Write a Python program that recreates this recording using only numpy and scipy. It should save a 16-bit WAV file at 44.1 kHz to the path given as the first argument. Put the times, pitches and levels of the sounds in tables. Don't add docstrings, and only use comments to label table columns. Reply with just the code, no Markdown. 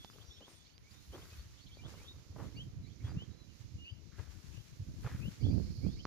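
import sys
import numpy as np
from scipy import signal
from scipy.fft import rfft, irfft, next_fast_len
from scipy.io import wavfile
from scipy.ndimage import uniform_filter1d

SR = 44100
rng = np.random.default_rng(int(sys.argv[2]) if len(sys.argv) > 2 else 0)


def unload_audio(sound):
    columns = np.transpose(np.atleast_2d(sound))
    steps = np.round(np.clip(columns, -1, 1) * 32767)
    wavfile.write(sys.argv[1], SR, steps.astype(np.int16))


N = 267629
TIME = np.arange(N) / SR


def from_db(db):
    return 10 ** (np.asarray(db) / 20)


def rms_one(x):
    return x / np.sqrt(np.mean(x ** 2) + 1e-20)


def evened(x, window_s):
    window = int(window_s * SR)
    power = uniform_filter1d(x ** 2, window)
    power = uniform_filter1d(power, int(window_s * SR / 2))
    return x / np.sqrt(power + 1e-12)


def in_time(rows):
    s, *columns = np.transpose(rows)
    return [np.interp(TIME, s, column) for column in columns]


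def swell(start_s, length_s, attack_s, release_s):
    before = np.minimum(TIME - start_s, 0) / attack_s
    after = np.maximum(TIME - start_s - length_s, 0) / release_s
    return np.exp(-before ** 2 / 2 - after)


def panned(pan_db):
    gains = from_db(np.array([[pan_db], [-pan_db]]) / 2)
    return gains / gains.mean()


def colour(x, spectrum):
    hz, level_db = np.transpose(spectrum)
    size = next_fast_len(N)
    log_hz = np.log(np.maximum(np.fft.rfftfreq(size, 1 / SR), 1))
    beyond = np.maximum(np.log(hz[0]) - log_hz, 0) + np.maximum(log_hz - np.log(hz[-1]), 0)
    gain = from_db(np.interp(log_hz, np.log(hz), level_db) - 20 * beyond)
    return irfft(rfft(x, size) * gain, size)[..., :N]


def drift(rate_hz):
    points_per_s = 400
    points = rng.standard_normal(int(N / SR * points_per_s) + 2)
    r = np.exp(-2 * np.pi * rate_hz / points_per_s)
    slow = signal.lfilter([1], [1, -2 * r, r * r], points)
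    return np.interp(TIME * points_per_s, np.arange(len(slow)), rms_one(slow))


def grains(per_s, spread_db):
    sizes = from_db(spread_db * np.minimum(rng.exponential(1, N), 4))
    signs = rng.choice([-1, 1], N)
    return rms_one(sizes * signs * (rng.random(N) < per_s / SR))


def ring(clicks, hz, t60_s):
    r, w = from_db(-60 / (t60_s * SR)), 2 * np.pi * hz / SR
    return signal.lfilter([0, np.sin(w)], [1, -2 * r * np.cos(w), r * r], clicks + 1e-18)


def scattered(x, t60_s):
    age = np.arange(int(t60_s * SR)) / SR
    tail = rng.standard_normal((2, len(age))) * from_db(-60 * age / t60_s)
    return signal.fftconvolve(x, tail / np.sqrt(np.sum(tail ** 2) / 2), axes=1)[:, :N]


# (freq_hz, level_db per Hz)
HISS_LEFT = [(60, -104), (200, -91), (380, -104), (750, -108), (1500, -108), (2500, -112), (4000, -114),
             (6500, -124), (8300, -130), (15000, -130)]
HISS_RIGHT = [(60, -112), (200, -103), (380, -105.5), (750, -107), (1500, -110), (2300, -104), (3200, -105),
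              (4200, -101), (6600, -101), (7600, -112), (8400, -126), (15000, -130)]
# (freq_hz, level_db per Hz)
BRIGHT_HISS = [(1700, -122), (2350, -103), (2900, -116), (3500, -116), (3900, -102), (4300, -87.5),
               (4750, -89.5), (5200, -91), (6000, -100), (6800, -106), (8000, -130)]
# (time_s, level_db)
BRIGHT_HISS_LEVEL = [(5.39, -60), (5.41, -2.5), (5.53, -1), (5.61, -3.5), (5.75, -2.5), (5.82, -2.5),
                     (6.06, -1)]
# (time_s, half_width_s, depth_db)
HISS_DIPS = [(0.78, 0.034, 11), (2.78, 0.073, 4.5), (3.4, 0.071, 2.5), (3.93, 0.062, 4.5)]


def air(dip_above_hz=3000):
    white = rng.standard_normal((3, N)) * np.sqrt(SR / 2)
    opened = from_db(in_time(BRIGHT_HISS_LEVEL)[0])
    flicker = rms_one(from_db(1.3 * drift(rate_hz=30)))
    left = colour(white[0], HISS_LEFT)
    right = colour(white[1], HISS_RIGHT) + opened * flicker * colour(white[2], BRIGHT_HISS)
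    hiss = np.array([left, right])
    dip_db = sum(depth_db * np.exp(-((TIME - s) / half_width_s) ** 2 / 2)
                 for s, half_width_s, depth_db in HISS_DIPS)
    low = signal.sosfiltfilt(signal.butter(2, dip_above_hz, fs=SR, output="sos"), hiss)
    return low + (hiss - low) * from_db(-dip_db)


# (time_s, level_db)
BREEZE = [(0.0, -59), (0.43, -61), (0.54, -67.5), (1.45, -58), (1.54, -63.5), (2.76, -51.5), (3.0, -53.5),
          (3.04, -52), (3.4, -55), (4.6, -55), (4.63, -62.5), (4.84, -48.5), (5.27, -45), (5.38, -60),
          (5.72, -51.5), (6.05, -54)]
# (start_s, length_s, left_rise_db, right_rise_db)
GUSTS = [(0.266, 0.24, 5, -9), (0.858, 0.03, 3, 8.5), (1.838, 0.019, 1, 10), (2.293, 0.022, 1, 1.5),
         (2.454, 0.05, 2.5, 10), (3.142, 0.24, 6.5, 8), (3.755, 0.015, -7, 3), (5.237, 0.028, 3, 4),
         (5.45, 0.13, 4, 23), (5.854, 0.036, -3, 19), (5.873, 0.16, 7.5, -3)]
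# (start_s, length_s, left_drop_db, right_drop_db)
DROPOUTS = [(0.036, 0.23, 1, 35), (0.343, 0.38, -1.5, 40), (0.88, 0.17, 20, 2.5), (1.546, 0.12, 15, -5.5),
            (2.22, 0.035, 20, 5), (2.349, 0.051, 28, -4.5), (2.508, 0.028, 33, 5.5),
            (2.825, 0.17, 11.5, -2.5), (3.261, 0.34, 50, 2), (3.684, 0.022, 19, 4), (3.873, 0.58, -1.5, 41),
            (4.499, 0.2, -2.5, 39), (4.754, 0.023, 24, -2), (4.84, 0.035, 10, -0.5),
            (4.965, 0.044, -1.5, 31), (5.084, 0.014, 18, 19), (5.177, 0.08, -3.5, 16.5),
            (5.336, 0.094, 2, -5.5)]
GUST_ATTACK_S, GUST_RELEASE_S, DROPOUT_EDGE_S = 0.028, 0.091, 0.0078


def pressure(left_db=5.5, right_db=5.0):
    level_db = in_time(BREEZE)[0] + np.array([[left_db], [right_db]])
    for start_s, length_s, *rise_db in GUSTS:
        level_db = level_db + np.outer(rise_db, swell(start_s, length_s, GUST_ATTACK_S, GUST_RELEASE_S))
    for start_s, length_s, *drop_db in DROPOUTS:
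        level_db = level_db - np.outer(drop_db, swell(start_s, length_s, DROPOUT_EDGE_S, DROPOUT_EDGE_S))
    return level_db


# (freq_hz, level_db per Hz)
WIND_RUMBLE = [(18, -16), (32, -15.5), (48, -4), (68, 2), (100, 0.5), (160, -8.5), (240, -19.5),
               (350, -26.5), (600, -60), (1200, -53)]
TURBULENCE = [(60, -19), (110, -18), (180, 7.5), (280, 3.5), (450, -13), (750, -26.5), (1400, -57),
              (3000, -51)]


def wind(level_db, rumble_db, eddy_db, eddy_growth, strong_db=-30, lumpy_db=3.0,
         gap_db=14.0, gap_rarity=0.46, rumble_limit_db=-27):
    rumble = evened(colour(rng.standard_normal(N), WIND_RUMBLE), window_s=0.016)
    lumps = from_db(rumble_db + lumpy_db * drift(rate_hz=29.7))
    eddies = evened(colour(grains(per_s=600, spread_db=4.0), TURBULENCE), window_s=0.049)
    gap_depth = np.clip((strong_db - level_db) / 10, 0, 1)
    gaps = np.clip(2 * (drift(rate_hz=13.1) - gap_rarity), 0, 1) * gap_depth
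    force, limit = from_db(level_db - gap_db * gaps), from_db(rumble_limit_db)
    limited_rumble = limit * np.tanh(force * lumps / limit) * rumble
    eddy_gain = from_db(eddy_db + eddy_growth * (level_db - strong_db))
    return limited_rumble + force * eddy_gain * eddies


# (freq_hz, level_db per Hz)
DULL_RUSH = [(150, -33), (280, 4.5), (390, -3), (500, -5.5), (750, -17), (1200, -44)]


def dull_rush(port_db, level_db=-24.0, follow=0.69, settle_s=0.12, breeze_db=-45):
    strongest_db = uniform_filter1d(port_db.max(axis=0), int(settle_s * SR))
    flow_db = breeze_db + follow * (strongest_db - breeze_db)
    return from_db(level_db + flow_db) * rms_one(colour(rng.standard_normal((2, N)), DULL_RUSH))


# (start_s, end_s, level_db)
CHORUS = [(0.0, 0.75, -74), (1.0, 1.43, -73), (1.56, 1.68, -68), (1.7, 2.0, -73)]
CLIMB_HZ_PER_S = 12900


def chorus(per_s=55, low_hz=3000, high_hz=4600, length_s=0.029):
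    rows = []
    for start_s, end_s, level_db in CHORUS:
        count = int(per_s * (end_s - start_s))
        for when, pitch, size in rng.random((60, 3))[:count]:
            call_s = start_s + when * (end_s - start_s)
            call_length_s = length_s * (.5 + size)
            hz = low_hz * (high_hz / low_hz) ** pitch
            rows.append((call_s, call_length_s, hz, hz + CLIMB_HZ_PER_S * call_length_s, level_db))
    return rows


# (start_s, length_s, start_hz, end_hz, level_db)
CHIRPS = [(-0.03, 0.11, 3390, 3460, -60), (0.065, .04, 3450, 3620, -60), (0.02, 0.038, 3900, 4860, -73),
          (0.092, 0.054, 4880, 5150, -66), (0.125, 0.032, 3050, 2880, -68), (0.188, 0.052, 2950, 3610, -66),
          (0.245, 0.084, 5790, 5670, -67.5), (0.29, 0.098, 5590, 5450, -68.5),
          (0.255, .035, 4800, 4880, -71), (0.303, 0.028, 3430, 3500, -55.5), (0.29, 0.1, 3770, 3700, -69),
          (0.32, .03, 3750, 4250, -78), (0.355, 0.051, 3150, 3730, -64), (0.405, 0.077, 2880, 3700, -61),
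          (0.485, 0.029, 2100, 2500, -72), (0.53, 0.12, 3480, 3480, -69.5), (0.645, 0.04, 3700, 4750, -68),
          (0.655, .035, 2150, 2470, -74), (0.675, 0.056, 2650, 3300, -71.5),
          (0.722, 0.043, 4250, 4830, -71), (0.75, .03, 4770, 4840, -69), (0.835, 0.071, 2180, 2420, -69.5),
          (0.905, 0.028, 4500, 5240, -67.5), (0.93, 0.089, 3640, 3770, -69),
          (1.12, 0.045, 3000, 3570, -60.5), (1.195, 0.041, 2050, 2540, -68.5),
          (1.21, 0.026, 2950, 3650, -61), (1.315, 0.034, 2560, 2550, -64.5), (1.355, .05, 3200, 3690, -73),
          (1.372, 0.053, 4200, 4650, -68), (1.535, 0.11, 2920, 3760, -72), (1.598, 0.055, 4170, 4780, -64),
          (1.672, 0.022, 3830, 4350, -65.5), (1.685, .03, 2280, 2330, -71.5),
          (1.708, 0.048, 3040, 3580, -62), (1.735, 0.028, 4250, 4560, -66), (1.765, 0.018, 4300, 4900, -66),
          (1.78, 0.035, 2360, 2410, -62.5), (1.808, 0.044, 2850, 3200, -63),
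          (1.843, 0.035, 3250, 3740, -58.5), (1.93, 0.063, 2890, 3100, -71),
          (1.969, 0.071, 2100, 2580, -65), (1.965, 0.045, 4200, 4650, -72), (2.035, 0.075, 3160, 3720, -63),
          (2.07, 0.06, 3710, 3780, -55), (2.44, 0.053, 3040, 3660, -71), (2.478, 0.019, 2000, 2450, -70),
          (2.51, 0.036, 2840, 3720, -76), (2.535, 0.056, 2080, 2650, -68), (2.565, 0.07, 2740, 3380, -51.5),
          (2.55, 0.041, 4300, 4780, -62), (2.825, 0.04, 4040, 3930, -68), (2.85, 0.044, 3970, 4700, -69),
          (2.848, 0.044, 2110, 2480, -70), (2.892, 0.05, 3000, 3830, -68), (2.995, 0.037, 2100, 2430, -69),
          (3.036, 0.054, 3200, 3620, -60.5), (3.082, 0.041, 4710, 4830, -64.5),
          (3.158, 0.09, 2640, 3340, -56.5), (3.295, 0.077, 3770, 4160, -71), (3.36, 0.11, 4080, 3900, -71),
          (3.46, 0.085, 3200, 2660, -72), (3.775, 0.13, 2846, 2950, -57.5),
          (3.843, 0.077, 2520, 3230, -53.5), (3.835, 0.046, 4370, 4730, -68.5),
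          (3.885, 0.073, 4660, 4970, -70.5), (3.93, .075, 2920, 2880, -72), (4.515, 0.11, 2420, 3370, -65),
          (5.205, 0.09, 2370, 3280, -55.5), (5.4, 0.037, 2150, 2390, -68), (5.42, 0.056, 2950, 3720, -57.5),
          (5.462, 0.045, 3220, 3670, -61), (5.401, 0.054, 4630, 4750, -65),
          (5.484, 0.058, 4640, 4770, -62.5), (5.49, 0.051, 2200, 2650, -67),
          (5.655, 0.068, 2100, 2500, -74), (5.81, 0.07, 2140, 2580, -67), (5.85, 0.14, 3100, 4300, -66.5),
          (5.96, 0.04, 2090, 2580, -67), (5.988, 0.032, 2870, 3320, -56)]
# (pitch_hz, right_port_lag_s)
CALLER_LAG = [(2350, 0.000037), (2850, 0.00014), (3400, 0.00011), (4500, 0.000014)]
HUSK_DB, HUSK_HZ = -15, 240
NEAR_CALL_DB, BLUR_PER_DB = -59, 1.1


def chirps(pan_db=-1.0, waver_hz=30, bend=1.3, late_swell=1.12, scatter_db=-14):
    out = np.zeros((2, N))
    waver = waver_hz * drift(rate_hz=136)
    flutter = rms_one(from_db(2 * drift(rate_hz=70)))
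    noise = rng.standard_normal((2, N)) + 1j * rng.standard_normal((2, N))
    haze = signal.sosfilt(signal.butter(2, HUSK_HZ, fs=SR, output="sos"), noise)
    haze = from_db(HUSK_DB) * haze / np.std(haze)
    for start_s, length_s, start_hz, end_hz, level_db in list(CHIRPS) + chorus():
        during = (TIME >= start_s) & (TIME < start_s + length_s)
        progress = (TIME[during] - start_s) / length_s
        hz = start_hz + (end_hz - start_hz) * progress ** bend + waver[during]
        lag_s = np.interp((start_hz + end_hz) / 2, *np.transpose(CALLER_LAG))
        turns = np.cumsum(hz) / SR - np.outer([0, lag_s], hz)
        steepness = np.clip(2 * abs(end_hz - start_hz) / length_s / CLIMB_HZ_PER_S, .3, 2)
        blur = from_db(BLUR_PER_DB * np.clip(NEAR_CALL_DB - level_db, 0, 10))
        husky = steepness * blur
        voice = (1 + husky * haze[:, during]) / np.hypot(1, husky * from_db(HUSK_DB))
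        loudness = np.abs(np.sin(np.pi * progress ** late_swell)) ** .75
        whistle = np.sqrt(2) * np.imag(voice * np.exp(2j * np.pi * turns))
        out[:, during] += from_db(level_db) * loudness * whistle
    direct = panned(pan_db) * out * flutter
    return direct + from_db(scatter_db) * scattered(direct, t60_s=.3)


# (start_s, length_s, left_level_db, left_minus_right_db)
SLIDES = [(0.0, 0.21, -71, -4), (0.295, 0.15, -76, 6), (0.497, 0.029, -68.5, 7), (0.924, .02, -66.5, 6),
          (1.028, 0.055, -69.5, 1), (1.144, 0.23, -63.5, 3), (1.414, 0.41, -74, 14), (1.905, 0.16, -65, 11),
          (2.142, .18, -80, -2), (2.39, 0.053, -66, 13), (2.535, 0.094, -74, 15), (3.053, 0.041, -72, 8),
          (3.546, 0.086, -73.5, 17), (4.196, 0.031, -68.5, 14), (4.322, 0.37, -68.5, 15),
          (4.755, 0.23, -73, 5), (5.033, 0.28, -63.5, 7), (5.4, 0.5, -69, 22)]
# (freq_hz, level_db per Hz)
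RUSTLE = [(900, 0), (2000, 1.5), (3200, -0.5), (4500, 0.5), (6500, -1), (7400, -2), (8200, -10.5)]
FINE_SAND = [(7000, -4), (8400, -16.5), (9200, -1.5), (11500, -2), (14500, -3.5), (16000, -11)]
# one value for each port, left_db and right_db
TRICKLE_DB = (-81.5, -85)
SLIDE_ATTACK_S, SLIDE_RELEASE_S = 0.025, 0.068


def sand(rustle_left_db=0.5, rustle_right_db=0.0, fine_db=-4.0, fine_follow=0.9,
         full_flow_db=-72, uneven_db=2.5):
    power = np.zeros((2, N))
    for start_s, length_s, level_db, pan_db in SLIDES:
        port_gain = from_db([[level_db], [level_db - pan_db]])
        power += (port_gain * swell(start_s, length_s, SLIDE_ATTACK_S, SLIDE_RELEASE_S)) ** 2
    flow = np.sqrt(power)
    coarse = np.array([rms_one(colour(grains(per_s=9000, spread_db=5.0), RUSTLE)) for port in range(2)])
    fine = np.array([rms_one(colour(grains(per_s=16000, spread_db=3.5), FINE_SAND)) for port in range(2)])
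    unevenness = from_db(uneven_db * drift(rate_hz=8.9))
    rustle = flow[0] * unevenness * from_db([[rustle_left_db], [rustle_right_db]])
    hiss = from_db(full_flow_db + fine_db) * (flow / from_db(full_flow_db)) ** fine_follow
    return coarse * rustle + fine * np.hypot(hiss, from_db(TRICKLE_DB)[:, None])


# (time_s, level_db, left_minus_right_db, pitch_hz, sharp_edge_db)
CLICKS = [(0.047, -44, -16, 805, 3), (0.100, -51, 18, 1240, -16), (0.161, -59, 12, 646, -1),
          (0.185, -51, 8, 1160, -18), (0.407, -60, 5, 620, 7), (0.481, -50.5, 7, 950, -14),
          (0.78, -55.5, -13, 1980, 10.5), (1.771, -53, -1, 553, -10), (2.363, -47, 8, 600, -20),
          (6.053, -29, -3, 1120, -8.5)]


def clicks(ring_db=3.0, ring_cycles=7.5, body_db=9.5, body_hz=230, body_t60_s=0.0044,
           edge_hz=2800, top_hz=6400):
    out = np.zeros((2, N))
    edge_band = signal.butter(2, [edge_hz, 2 * edge_hz], "band", fs=SR, output="sos")
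    for s, level_db, pan_db, hz, edge_db in CLICKS:
        tap = signal.unit_impulse(N, min(round(s * SR), N - 1))
        edge = signal.sosfilt(edge_band, tap + 1e-18)
        sound = from_db(ring_db) * ring(tap, hz, ring_cycles / hz)
        sound += from_db(body_db) * ring(tap, body_hz, body_t60_s)
        sound += from_db(edge_db) * edge / edge.max()
        out += from_db(level_db) * panned(pan_db) * sound
    return signal.sosfilt(signal.butter(6, top_hz, fs=SR, output="sos"), out + 1e-18)


def fractures(spectrum, per_s, spread_db, apart, cycles, count=12):
    points_hz, points_db = np.transpose(spectrum)
    shared = grains(per_s, spread_db)
    snaps = shared + apart * np.array([grains(per_s, spread_db), grains(per_s, spread_db)])
    sizes = rng.integers(0, count, N)
    out = np.zeros((2, N))
    for k, hz in enumerate(np.geomspace(points_hz[0], points_hz[-1], count)):
        level_db = np.interp(np.log(hz), np.log(points_hz), points_db)
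        strength = from_db(level_db) * hz
        out += strength * ring(snaps * (sizes == k), hz, cycles / hz)
    return evened(out, window_s=.025)


# (full_weight_s, rise_s, decay_s, crunch_db,
# grit_db, heel_lead_s, heel_against_sole_db, settling_crumbs_db)
STEPS = [(0.17, 0.028, 0.096, -72, -90, 0.077, -6, -74), (0.487, 0.011, 0.045, -68.5, -79, 0.077, 5, -106),
         (0.945, 0.012, 0.045, -83, -73, 0.022, -15, -99), (1.16, 0.02, 0.048, -61, -75, 0.024, -5, -66),
         (1.92, 0.1, 0.42, -70, -72, 0.065, 7.5, -92), (2.412, 0.021, 0.029, -55, -65, 0.053, -16, -71.5),
         (3.087, 0.029, 0.026, -77, -61, 0.056, -12, -64),
         (4.197, 0.011, 0.01, -60.5, -58.5, 0.08, -25, -67),
         (5.068, 0.0086, 0.013, -58.5, -52, 0.025, -11, -62)]
# (freq_hz, level_db)
CRUNCH = [(260, -4), (400, 6), (540, -3), (850, -9.5), (1200, -5.5), (1700, -41)]
GRIT = [(850, -17), (1250, -6.5), (1650, -5.5), (2300, -16.5), (3000, -13)]
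HEEL_RISE_S, HEEL_DECAY_S = 0.0034, 0.027
SETTLE_AFTER_S, SETTLE_RISE_S, SETTLE_DECAY_S, SETTLE_CRUNCH_DB = 0.022, 0.035, 0.18, -7.5


def footsteps(crunch_db=4.0, grit_db=-3.5):
    crunch, grit = np.zeros((2, N))
    for s, rise_s, decay_s, clod_db, crumb_db, lead_s, heel_db, settle_db in STEPS:
        sole = swell(s, 0, rise_s, decay_s)
        heel = from_db(heel_db) * swell(s - lead_s, 0, HEEL_RISE_S, HEEL_DECAY_S)
        load = sole + heel
        settling = from_db(settle_db) * swell(s + SETTLE_AFTER_S, 0, SETTLE_RISE_S, SETTLE_DECAY_S)
        crunch += from_db(clod_db) * load + from_db(SETTLE_CRUNCH_DB) * settling
        grit += from_db(crumb_db) * load + settling
    breaking = fractures(CRUNCH, per_s=1600, spread_db=3.0, apart=0.62, cycles=9.6)
    grinding = fractures(GRIT, per_s=3000, spread_db=3.4, apart=.55, cycles=8.0)
    clods = from_db(crunch_db) * crunch * breaking
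    crumbs = from_db(grit_db) * grit * grinding
    clumps = rms_one(from_db(2 * drift(rate_hz=60)))
    return clumps * (clods + crumbs)


# (time_s, swing_db, left_minus_right_db, pitch_hz, snap_db)
THUDS = [(0.29, -45, 19, 69, -75), (0.385, -53, 28, 85, -75), (1.101, -41, 3, 64.4, -72),
         (1.326, -41.5, 0, 84, -53), (1.394, -38, 7, 64, -58), (1.447, -47.5, -1, 72, -73),
         (2.304, -39, -8, 89, -68), (2.364, -42, -26, 133, -51), (2.409, -40, -25, 93, -66),
         (2.464, -38, 5, 166, -47), (2.566, -39.5, 15, 151, -53), (2.592, -40.5, 2, 161, -51),
         (2.68, -36.5, 1, 119, -61), (2.769, -35.5, -14, 110, -79), (3.045, -26, -2, 100, -53),
         (3.105, -38, -6, 126, -68), (3.17, -26, 1, 160, -55), (3.221, -45, 16, 215, -45.5),
         (3.608, -40, -31, 104, -75), (3.652, -42, -21, 99, -70), (3.751, -34.5, 11, 89.5, -72),
         (3.922, -38, 13, 94, -70), (4.198, -33, 30, 88, -62), (4.289, -40.5, 21, 75, -70),
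         (4.578, -39.5, 29, 116, -54), (4.73, -42.5, 22, 108, -64), (4.801, -33.5, -4, 117, -62),
         (4.822, -31.5, -1, 99, -66), (5.049, -32, 2, 104, -42), (5.063, -29.5, -7, 133, -43),
         (5.148, -34, -7, 124, -51), (5.254, -31, 23, 132, -49), (5.283, -29, 11, 172, -49),
         (5.439, -22, -21, 104, -66), (5.466, -22.5, -24, 96, -37.5), (5.488, -25.5, 22, 101, -55),
         (5.533, -20, -18, 89.4, -44), (5.555, -29, -27, 233, -50), (5.579, -27.5, -37, 92, -41),
         (5.599, -26.5, -37, 145, -38), (5.702, -33.5, -29, 152, -65), (5.784, -30.5, -10, 108, -62),
         (5.831, -44, -25, 211, -60), (5.865, -24, -37, 165, -37.5)]


def thuds(level_db=-3.5, cycles=0.66, snap_gain_db=0.0, snap_hz=480, snap_t60_s=0.015):
    out = np.zeros((2, N))
    for s, swing_db, pan_db, hz, snap_db in THUDS:
        near = np.abs(TIME - s) < .06
        turns = (TIME[near] - s - .003) * hz
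        swing = np.cos(2 * np.pi * (turns + rng.random())) * np.exp(-(turns / cycles) ** 2 / 2)
        snap = ring(signal.unit_impulse(len(turns), "mid"), snap_hz, snap_t60_s)
        puff = from_db(swing_db + level_db) * swing + from_db(snap_db + snap_gain_db) * snap
        out[:, near] += panned(pan_db) * puff
    return out


# (start_s, peak_db, pitch_hz)
BURSTS = [(0.412, -51, 423), (1.133, -64, 900), (1.143, -49, 714), (1.158, -45.5, 734), (1.17, -58, 850),
          (1.19, -59, 695), (1.837, -55, 696), (1.85, -60, 640), (1.94, -48.5, 950), (1.949, -53, 1010),
          (2.016, -52, 1100), (2.368, -51, 666), (2.384, -50, 945), (2.394, -52, 1040), (2.398, -53, 740),
          (2.409, -47, 950), (2.421, -54, 1400), (2.434, -53, 1000), (3.083, -51, 1400), (3.093, -53, 990),
          (3.117, -49.5, 960), (4.184, -60, 1210), (4.189, -50, 393), (4.195, -59, 1200),
          (5.046, -42, 1200), (5.064, -38, 1390), (5.073, -37.5, 1000), (5.08, -50, 900),
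          (5.094, -47, 1200), (5.116, -51, 1600), (5.146, -53, 1650), (5.167, -66, 1100)]
CRACK_GAP_S, CRACK_LOSS_DB = 0.001826, 5.5


def bursts(level_db=0.0, below=0.41, above=1.21, count=4):
    out = np.zeros(N)
    for s, peak_db, hz in BURSTS:
        cracks = np.zeros(SR // 20)
        gaps_s = CRACK_GAP_S * rng.uniform(.5, 1.5, count)
        places = ((np.cumsum(gaps_s) - gaps_s[0]) * SR).astype(int)
        cracks[places] = from_db(-CRACK_LOSS_DB * np.arange(count)) * rng.choice([-1, 1], count)
        band = signal.butter(3, [below * hz, above * hz], "band", fs=SR, output="sos")
        sound = signal.sosfilt(band, cracks)
        start = round(s * SR)
        out[start:start + len(sound)] += from_db(peak_db + level_db) * sound / np.abs(sound).max()
    return out


# start_s, length_s
SCUFF = (0.5, 0.07)
# (freq_hz, level_db per Hz)
DUST = [(7500, -5), (9200, 12), (11000, -26), (13000, -22)]


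def scuff(level_db=-74, pan_db=21, attack_s=0.021, release_s=0.041):
    start_s, length_s = SCUFF
    dust = np.array([rms_one(colour(grains(per_s=14000, spread_db=11.0), DUST)) for port in range(2)])
    return from_db(level_db) * panned(pan_db) * swell(start_s, length_s, attack_s, release_s) * dust


# (start_s, length_s, level_db)
DRAGS = [(1.247, 0.18, -72.5), (3.168, 0.057, -79), (4.12, 0.13, -70), (5.036, 0.01, -63),
         (5.07, 0.076, -61)]
# (freq_hz, level_db per Hz)
DRAG = [(800, -21), (1200, 2), (1600, 2), (2200, -2.5), (2800, -9.5)]


def drags(attack_s=0.0033, release_s=0.053, apart=0.62):
    shared = grains(per_s=1800, spread_db=-3.0)
    separate = np.array([grains(per_s=1700, spread_db=-13.0) for port in range(2)])
    grinding = shared + apart * separate
    load = sum(from_db(level_db) * swell(start_s, length_s, attack_s, release_s)
               for start_s, length_s, level_db in DRAGS)
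    return load * rms_one(colour(grinding, DRAG))


def scene():
    port_db = pressure()
    left = wind(port_db[0], rumble_db=-2.0, eddy_db=-11.5, eddy_growth=0.87)
    right = wind(port_db[1], rumble_db=0.0, eddy_db=-6.0, eddy_growth=0.36)
    weather = air() + np.array([left, right]) + dull_rush(port_db) + thuds()
    ground = sand() + footsteps() + bursts() + scuff() + drags()
    return weather + chirps() + clicks() + ground


MIC_LOW_CUT_HZ, CUTOFF_HZ = 29, 15500


def record(dry):
    low_cut = signal.butter(2, MIC_LOW_CUT_HZ, "high", fs=SR, output="sos")
    top_cut = signal.ellip(10, .1, 70, CUTOFF_HZ, fs=SR, output="sos")
    return signal.sosfilt(top_cut, signal.sosfilt(low_cut, dry))


dry = scene()
out = record(dry)
unload_audio(out)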